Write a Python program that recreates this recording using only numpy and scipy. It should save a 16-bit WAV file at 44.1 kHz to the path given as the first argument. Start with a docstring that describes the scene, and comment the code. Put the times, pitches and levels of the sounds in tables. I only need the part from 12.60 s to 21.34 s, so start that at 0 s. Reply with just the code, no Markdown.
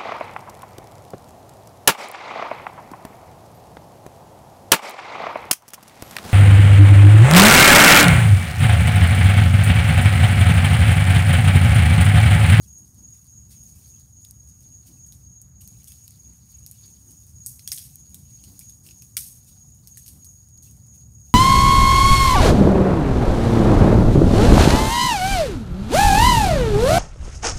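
"""A low campfire in the woods at night, one microphone close to the embers.
Wood fibres snap in pops and ticks, and the ground and the trees throw each crack back.
Gas seeping from the hot wood sizzles, sap spits, and a small flame rumbles and flaps in faint night air.
A near cricket scrapes its wings in about three chirps a second, a quieter neighbour keeps step,
and a far chorus blurs into a trill among the trunks."""
import sys
import numpy as np
from scipy import signal
from scipy.fft import rfft, irfft
from scipy.io import wavfile
from scipy.ndimage import uniform_filter1d

SR = 44100
rng = np.random.default_rng(int(sys.argv[2]) if len(sys.argv) > 2 else 0)


def write(x):
    x = np.atleast_2d(x).T
    wavfile.write(sys.argv[1], SR, np.round(np.clip(x, -1, 1) * 32767).astype(np.int16))


N = 385434

# colour of escaping gas: (frequency [Hz], gain [dB])
HISS_COLOUR = [(2500, -26), (4000, -21), (4800, -9), (6200, -2), (7100, -0.5), (7650, -16), (8200, 0.5),
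               (9200, -2), (11500, -5.5), (15500, -5.5)]


def undb(db):
    """Decibels to gain."""
    return np.exp(np.asarray(db) * (np.log(10) / 20))


def unit(x):
    """Scale to rms 1."""
    return x / np.sqrt(np.mean(x ** 2) + 1e-20)


def colour(x, points, size=4096):
    """Causal filter through (frequency [Hz], gain [dB]) points; white noise keeps its power."""
    hz, db = np.transpose(points)
    f = np.fft.rfftfreq(size, 1 / SR)
    gain = unit(undb(np.interp(np.log(f + 1), np.log(hz), db)))
    cepstrum = irfft(np.log(gain), size)
    cepstrum[1:size // 2] *= 2  # fold to minimum phase
    cepstrum[size // 2 + 1:] = 0
    return signal.oaconvolve(x, irfft(np.exp(rfft(cepstrum)), size))[:len(x)]


def walk(rate):
    """Random levels held 1 / rate s and smoothed twice, at rms 1."""
    k = max(int(SR / rate), 1)
    steps = np.repeat(rng.standard_normal(N // k + 1), k)
    return unit(uniform_filter1d(uniform_filter1d(steps, k), k)[:N])


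def add(out, s, sound):
    """Mix a sound in at time s."""
    i = int(round(s * SR))
    a, b = max(i, 0), min(i + len(sound), N)
    if b > a:
        out[a:b] += sound[a - i:b - i]


def trees(x, t60, delay, grain_db):
    """Trunks and leaves scatter uneven, dying echoes back to the microphone; t60 and delay in s."""
    t = np.arange(SR // 2) / SR
    echoes = rng.standard_normal(len(t)) * undb(grain_db * rng.standard_normal(len(t)))
    echoes *= np.exp(-np.log(1000) * t / t60) * np.clip(t / delay - 1, 0, 1)
    return signal.oaconvolve(x, echoes / np.linalg.norm(echoes))[:N]


def scatter(x, t60, delay):
    """Countless echoes of a crack merge into noise that follows its fading energy."""
    t = np.arange(SR) / SR
    fade = undb(-60 * t / t60) ** 2 * np.clip(t / delay - 1, 0, 1)
    energy = signal.fftconvolve(x ** 2, fade / fade.sum())[:N]
    return np.sqrt(np.maximum(energy, 0)) * rng.standard_normal(N) * undb(1.87 * walk(350))


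def ring(hz, cycles):
    """A struck splinter: a tone that swells and dies in a few cycles, with the energy of 1 ms at rms 1."""
    turns = hz * np.arange(SR // 50) / SR
    x = np.sin(2 * np.pi * turns) * np.exp(-turns / cycles) * np.minimum(turns, 1)
    return x * np.sqrt(SR / 1000) / np.linalg.norm(x)


def rustle(low_hz, high_hz, cycles, spread_db, count, pitches=24):
    """Many tiny grains at assorted pitches, smeared by the logs around them into a dry rustle."""
    out = np.zeros(N)
    grains = [ring(hz, cycles) for hz in np.geomspace(low_hz, high_hz, pitches)]
    when, pitch, chance = rng.random((count, 3)).T
    gains = undb(spread_db * np.minimum(-np.log(1 - chance), np.pi))
    for s, k, gain in zip(when * N / SR, (pitch * pitches).astype(int), gains):
        add(out, s, gain * grains[k])
    return unit(out + trees(out, t60=0.088, delay=0.0013, grain_db=1.5))


def gas_flow(attack_s=0.028, release_s=0.059, spurt_fizz_db=-16):
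    """Strength of hiss and fizz: a slow seep plus spurts that swell fast and die away."""
    # gas seeping from the wood: (time [s], hiss level [dB], fizz level [dB])
    seep = [(0, -60, -83), (0.85, -61.5, -79.5), (1.1, -54, -73.5), (1.28, -53.5, -67.5), (1.5, -62, -81),
            (2.4, -60, -79), (2.95, -70, -83.5), (3.2, -56, -68), (3.85, -61, -77), (4.25, -57, -66.5),
            (4.45, -55.5, -79.5), (5.5, -60.5, -76), (5.9, -54.5, -67.5), (6.15, -60, -81), (7.2, -61, -78),
            (7.5, -63, -71.5), (7.75, -61.5, -82), (8.7, -63.5, -85.5)]
    # pockets of gas breaking out: (time [s], hiss level [dB])
    pockets = [(0.01, -53), (0.36, -64), (0.52, -54.5), (0.89, -48.5), (1.54, -69), (2.0, -57), (2.25, -50),
               (3.88, -54.5), (4.48, -58), (4.58, -61), (6.23, -49.5), (6.86, -51), (8.03, -50.5),
               (8.32, -57), (8.64, -56.5)]
    t = np.arange(N) / SR
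    age = t[:SR]
    shape = np.minimum(age / attack_s, 1) * np.exp(-np.maximum(age - attack_s, 0) / release_s)
    spurts = np.zeros(N)
    for start, db in pockets:
        add(spurts, start, undb(db) * shape)
    s, hiss_db, fizz_db = np.transpose(seep)
    hiss_gain = np.hypot(undb(np.interp(t, s, hiss_db)), spurts)
    fizz_gain = np.hypot(undb(np.interp(t, s, fizz_db)), undb(spurt_fizz_db) * spurts)
    return hiss_gain, fizz_gain


def spits(per_s=16, spread_db=4):
    """Sap spits at random: each a bright tick with its own small echo."""
    clicks = np.zeros(N)
    for when, chance in rng.random((int(per_s * N / SR), 2)):
        gain = undb(spread_db * min(-np.log(1 - chance), 2))
        add(clicks, when * N / SR, gain * ring(hz=10000, cycles=1))
    return unit(clicks + colour(scatter(clicks, t60=0.14, delay=0.0022), HISS_COLOUR))


def sizzle(ticks_per_s=80, tick_spread_db=4):
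    """Gas hisses from the wood, flickering; bursting cells tick, the charcoal rustles and tinkles."""
    # colour of the fizzing wood: (frequency [Hz], gain [dB])
    fizz_colour = [(700, -9), (1400, 0), (2300, -12), (3400, 0.5), (4600, 16), (7000, -19)]
    hiss_gain, fizz_gain = gas_flow()
    sizes = undb(tick_spread_db * np.minimum(rng.exponential(size=N), 3))
    ticks = sizes * rng.choice([-1, 1], N) * (rng.random(N) < ticks_per_s / SR)
    ticks = undb(-11) * unit(colour(ticks, [(3000, -33), (6000, -15), (9000, 13)]))
    grit = undb(-5) * rustle(low_hz=3960, high_hz=6150, cycles=2.7, spread_db=6.5, count=2200)
    hiss = colour(rng.standard_normal(N) * undb(walk(45) - 1.5), HISS_COLOUR)
    sap = undb(-7) * spits()
    fizz = undb(-6) * colour(rng.standard_normal(N) * undb(6.6 * walk(40)), fizz_colour)
    flakes = undb(-4) * rustle(low_hz=2090, high_hz=6450, cycles=2.2, spread_db=1.5, count=2600)
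    tinkle = undb(-5.5) * rustle(low_hz=2600, high_hz=5600, cycles=10, spread_db=3.8, count=800)
    return hiss_gain * (hiss + ticks + sap) + fizz_gain * (fizz + flakes + grit + tinkle)


def flame(rumble_db=-51, flutter_db=1.53, flap_s=0.057, sputter_db=-82):
    """A small flame close to the microphone rumbles, flaps briefly and sputters softly."""
    # colour of the steady flame: (frequency [Hz], gain [dB])
    rumble_colour = [(20, -35), (35, -24), (50, -11), (70, 1), (88, -3), (115, -0.5), (150, -7.5),
                     (200, -11.5), (250, -20), (320, -26.5), (420, -34.5), (800, -39.5), (2000, -75)]
    # flaps of the flame: (time [s], level [dB])
    flap_peaks = [(0.214, -61), (0.41, -59.5), (0.886, -70), (1.208, -64), (2.094, -63), (2.317, -58),
                  (3.688, -60), (4.307, -60.5), (4.495, -58), (5.563, -59.5), (5.914, -54.5), (6.29, -58.5),
                  (7.55, -58)]
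    # colour of a flap: (frequency [Hz], gain [dB])
    flap_colour = [(100, -23), (190, 2.5), (260, 0.5), (340, -6), (450, -19.5), (800, -20.5), (1400, -32),
                   (3000, -49)]
    t = np.arange(N) / SR
    rumble = unit(colour(rng.standard_normal(N), rumble_colour))
    rumble *= undb(rumble_db + flutter_db * walk(15))
    swell = sum(undb(db) / (1 + ((t - s) / flap_s) ** 2 / 2) ** 2 for s, db in flap_peaks)
    flaps = swell * colour(rng.standard_normal(N), flap_colour)
    grains = rustle(low_hz=480, high_hz=1500, cycles=3, spread_db=3.5, count=700)
    sputter = undb(sputter_db + 2 * walk(7)) * grains
    return rumble + flaps + sputter


def night_air(level_db=-73.5):
    """The faint, wavering hush of the woods behind the fire."""
    # colour of the air: (frequency [Hz], gain [dB])
    air_colour = [(500, -9.5), (800, -3), (1200, -3), (2000, -7.5), (4000, -31.5), (15000, -7.5)]
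    return colour(rng.standard_normal(N), air_colour) * undb(level_db + walk(13))


def chirp(hz, strokes_per_s=21, stroke_s=0.0252, fall_hz=200, count=4):
    """Wing strokes: the tone sags as the scraper slows along the file; the last stroke drops 5 dB."""
    out = np.zeros(N // 20)
    along = np.arange(int(stroke_s * SR)) / (stroke_s * SR)
    for k, (late, sharp, loud) in enumerate(rng.standard_normal((count, 3))):
        tone_hz = hz + 30 * sharp - fall_hz * (along - .5)
        stroke = np.abs(np.sin(np.pi * along)) ** .5 * np.sin(2 * np.pi * np.cumsum(tone_hz) / SR)
        i = max(int((k / strokes_per_s + .003 * late) * SR), 0)
        out[i:i + len(along)] += stroke * undb(loud - 5 * (k == count - 1))
    return 2 * out


def cricket_beat(first_chirp_s=0.075):
    """The near cricket's rhythm: a running count of chirps at every sample, and the time of each."""
    # its pace: (time [s], rate [chirps/s])
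    pace = [(0, 3.241), (2, 3.792), (2.8, 3.05), (4.9, 3.622), (5.5, 3.083), (8.7, 3.119)]
    t = np.arange(N) / SR
    beat = np.cumsum(np.interp(t, *np.transpose(pace))) / SR
    beat -= np.interp(first_chirp_s, t, beat)
    return beat, np.interp(np.arange(int(beat[-1]) + 1), beat, t)


def crickets(wing_hz=6584, drift_hz_per_s=13.26, lead_s=.03, swell_db=4, lag_beats_per_octave=1.9):
    """A near cricket and a neighbour chirp in step; far ones swell with them, blurred by the trees."""
    # the near cricket's effort: (time [s], relative level [dB])
    effort = [(0, -44), (1, -44.5), (1.6, -46.5), (3.6, -49.5), (4, -45.5), (5.6, -46.5), (6.3, -47.5),
              (6.8, -70), (7.6, -47.5), (8.7, -48)]
    # far crickets: (wing tone [Hz], relative level [dB], rate [chirps/s])
    chorus = [(6630, -68.5, 3), (6457, -61.5, 3.1), (6663, -58, 2.7), (6826, -62, 3.1), (6940, -72.5, 4)]
    near, neighbour, far = np.zeros((3, N))
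    beat, starts = cricket_beat()
    for s in starts:
        db = np.interp(s, *np.transpose(effort)) + .5 * rng.standard_normal()
        hz = wing_hz + drift_hz_per_s * s + 25 * rng.standard_normal()
        add(near, s, undb(db) * chirp(hz))
        add(neighbour, s - lead_s, undb(db - 16) * chirp(hz=6830, fall_hz=318))
    for hz, db, pace in chorus:
        song = np.zeros(N)
        for s in np.cumsum(1 + 0.13 * rng.standard_normal(32)) / pace - 2 / pace:
            add(song, s, chirp(hz, strokes_per_s=23, stroke_s=0.034, fall_hz=110, count=7))
        lag = lag_beats_per_octave * np.log2(hz / wing_hz)  # higher voices swell later
        swell = undb(swell_db * np.sin(2 * np.pi * (beat - lag)))
        far += undb(db - 0.2) * unit(song * swell)
    near = undb(-9) * (near + trees(near, t60=0.3, delay=0.0047, grain_db=1.0))
    return near + trees(far + neighbour, t60=0.42, delay=0.0014, grain_db=4.5)


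def snap(rise_s, decay_s, rattle_s, rattle_db):
    """A fibre snaps: a sudden rough pulse and a short rattle, with the energy of 1 ms at rms 1."""
    t = np.arange(SR // 30) / SR
    shape = np.minimum(t / rise_s, 1) ** 2 * np.exp(-np.maximum(t - rise_s, 0) / decay_s)
    shape += undb(rattle_db) * np.exp(-t / rattle_s) * (t > rise_s)
    x = shape * rng.standard_normal(len(t))
    return x * np.sqrt(SR / 1000) / np.linalg.norm(x)


def embers(bounce_s=0.0069, ring_db_per_octave=3.5):
    """Each pop, a bright crack and a woody body, bounces off the ground and spreads among the trees."""
    # pops: (time [s], crack level [dB], body level [dB], wood ring [Hz], echo relative to the pop [dB])
    pops = [(0.183, -45, -70, 1800, -1), (1.6492, -39, -43.5, 3680, -6.5), (1.7097, -31.5, -78, 3900, -19),
            (2.0067, -45, -75, 4400, -15), (2.27, -45, -72, 4600, -10), (2.4642, -42.5, -60, 1820, -1),
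            (2.523, -41.5, -47.5, 3800, 0.5), (2.8164, -38, -80, 1800, -10),
            (3.009, -47.5, -54.5, 2920, 9.5), (3.076, -34, -51, 4400, -7), (3.2432, -36.5, -72, 4100, -12),
            (3.2744, -41.5, -49, 3350, 7.5), (3.32, -38, -46.5, 3300, -8), (3.4792, -35, -43, 4570, -14),
            (3.5077, -42, -68, 3700, -17), (4.0633, -33, -44, 4400, -4), (4.113, -33, -63, 4600, -7),
            (4.862, -23.5, -42.5, 4600, 0), (4.9938, -42, -39.5, 4170, -5), (5.076, -22, -26.5, 3320, -5.5),
            (5.118, -19.5, -21, 5500, -6), (5.124, -21.5, -34.5, 2080, 0), (5.1765, -35, -36.5, 3340, 5),
            (5.183, -31, -39, 3330, 0), (5.357, -32, -74, 4600, -32), (5.5447, -31.5, -41.5, 3800, -5),
            (5.839, -38.5, -44.5, 2960, 0), (5.9923, -32, -45.5, 6800, -2.5), (6.01, -60, -49.5, 2360, 6),
            (6.096, -43.5, -50, 3630, 1), (6.2649, -38.5, -45.5, 2780, 0.5), (6.288, -59, -42.5, 2700, -5),
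            (6.3098, -48, -44, 2640, -2), (6.4214, -36.5, -45.5, 2620, -2), (6.5682, -15, -21, 2270, -6),
            (6.5705, -21.5, -31.5, 1370, 2.5), (6.5765, -22, -27.5, 3270, -8),
            (7.2732, -34.5, -45.5, 4360, -4), (7.3723, -31, -42, 1830, -2), (7.463, -36, -47, 4440, 1),
            (7.48, -35, -44, 4560, 1), (7.6458, -37, -53, 4500, -0.5), (7.9764, -43, -56, 4630, -15),
            (8.026, -47.5, -57, 4500, 8)]
    # colour of the bright crack: (frequency [Hz], gain [dB])
    crack_colour = [(2500, -43), (4300, -16), (5600, -3), (6600, 0), (7400, -8), (8400, 3.5), (10000, 0.5),
                    (12500, -0.5), (15500, -5.5)]
    # colour of the woody body: (frequency [Hz], gain [dB])
    body_colour = [(500, -43), (1000, -17), (1400, -10), (1750, -7), (2100, -4), (3400, 2), (4200, 6.5),
                   (5500, 12), (8000, -22)]
    # colour of what the trees throw back: (frequency [Hz], gain [dB])
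    echo_colour = [(800, -6.5), (2500, -2), (5000, -5), (7400, 0), (8400, -0.5), (12000, 1.5),
                   (15500, -1.5)]
    direct, sent = np.zeros((2, 3, N))  # rows: crack, body, wood ring
    for s, crack_db, body_db, hz, echo_db in pops:
        length_s = 0.00059 * undb((crack_db + 20) / 2)  # a small fracture is over sooner
        crack = undb(crack_db) * snap(length_s / 2, length_s, rattle_s=4 * length_s, rattle_db=-14)
        body = undb(body_db - 2) * snap(rise_s=.0004, decay_s=.0009, rattle_s=.005, rattle_db=-11)
        # short splinters ring higher and louder
        wood = undb(body_db - 5.5 + ring_db_per_octave * np.log2(hz / 3000)) * ring(hz, cycles=4.3)
        for k, part in enumerate((crack, body, wood)):
            add(direct[k], s, part)
            add(sent[k], s, undb(echo_db) * part)
        bounce = snap(rise_s=.0008, decay_s=.002, rattle_s=.005, rattle_db=-14)
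        add(direct[0], s + bounce_s, undb(crack_db + echo_db - 6) * bounce)
    out = direct[2] + undb(-5) * trees(sent[2], t60=0.085, delay=0.0033, grain_db=-2.5)
    for close, outgoing, points in zip(direct, sent, (crack_colour, body_colour)):
        near_echo = undb(-4) * scatter(outgoing, t60=0.089, delay=0.0017)
        far_echo = undb(-1) * scatter(outgoing, t60=0.52, delay=0.0018)
        out += colour(close + colour(near_echo + far_echo, echo_colour), points)
    # the pops carry no bass below about 900 Hz
    return signal.sosfilt(signal.butter(3, 900, "high", fs=SR, output="sos"), out)


def scene():
    """The fire close to the microphone and the crickets beyond it, in mono."""
    return (embers() + sizzle() + flame() + night_air() + crickets())[None]


def record(dry):
    """The recorder cuts the treble steeply above 15.6 kHz."""
    return signal.sosfilt(signal.ellip(10, .2, 70, 15600, fs=SR, output="sos"), dry)


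dry = scene()
out = record(dry)
write(out)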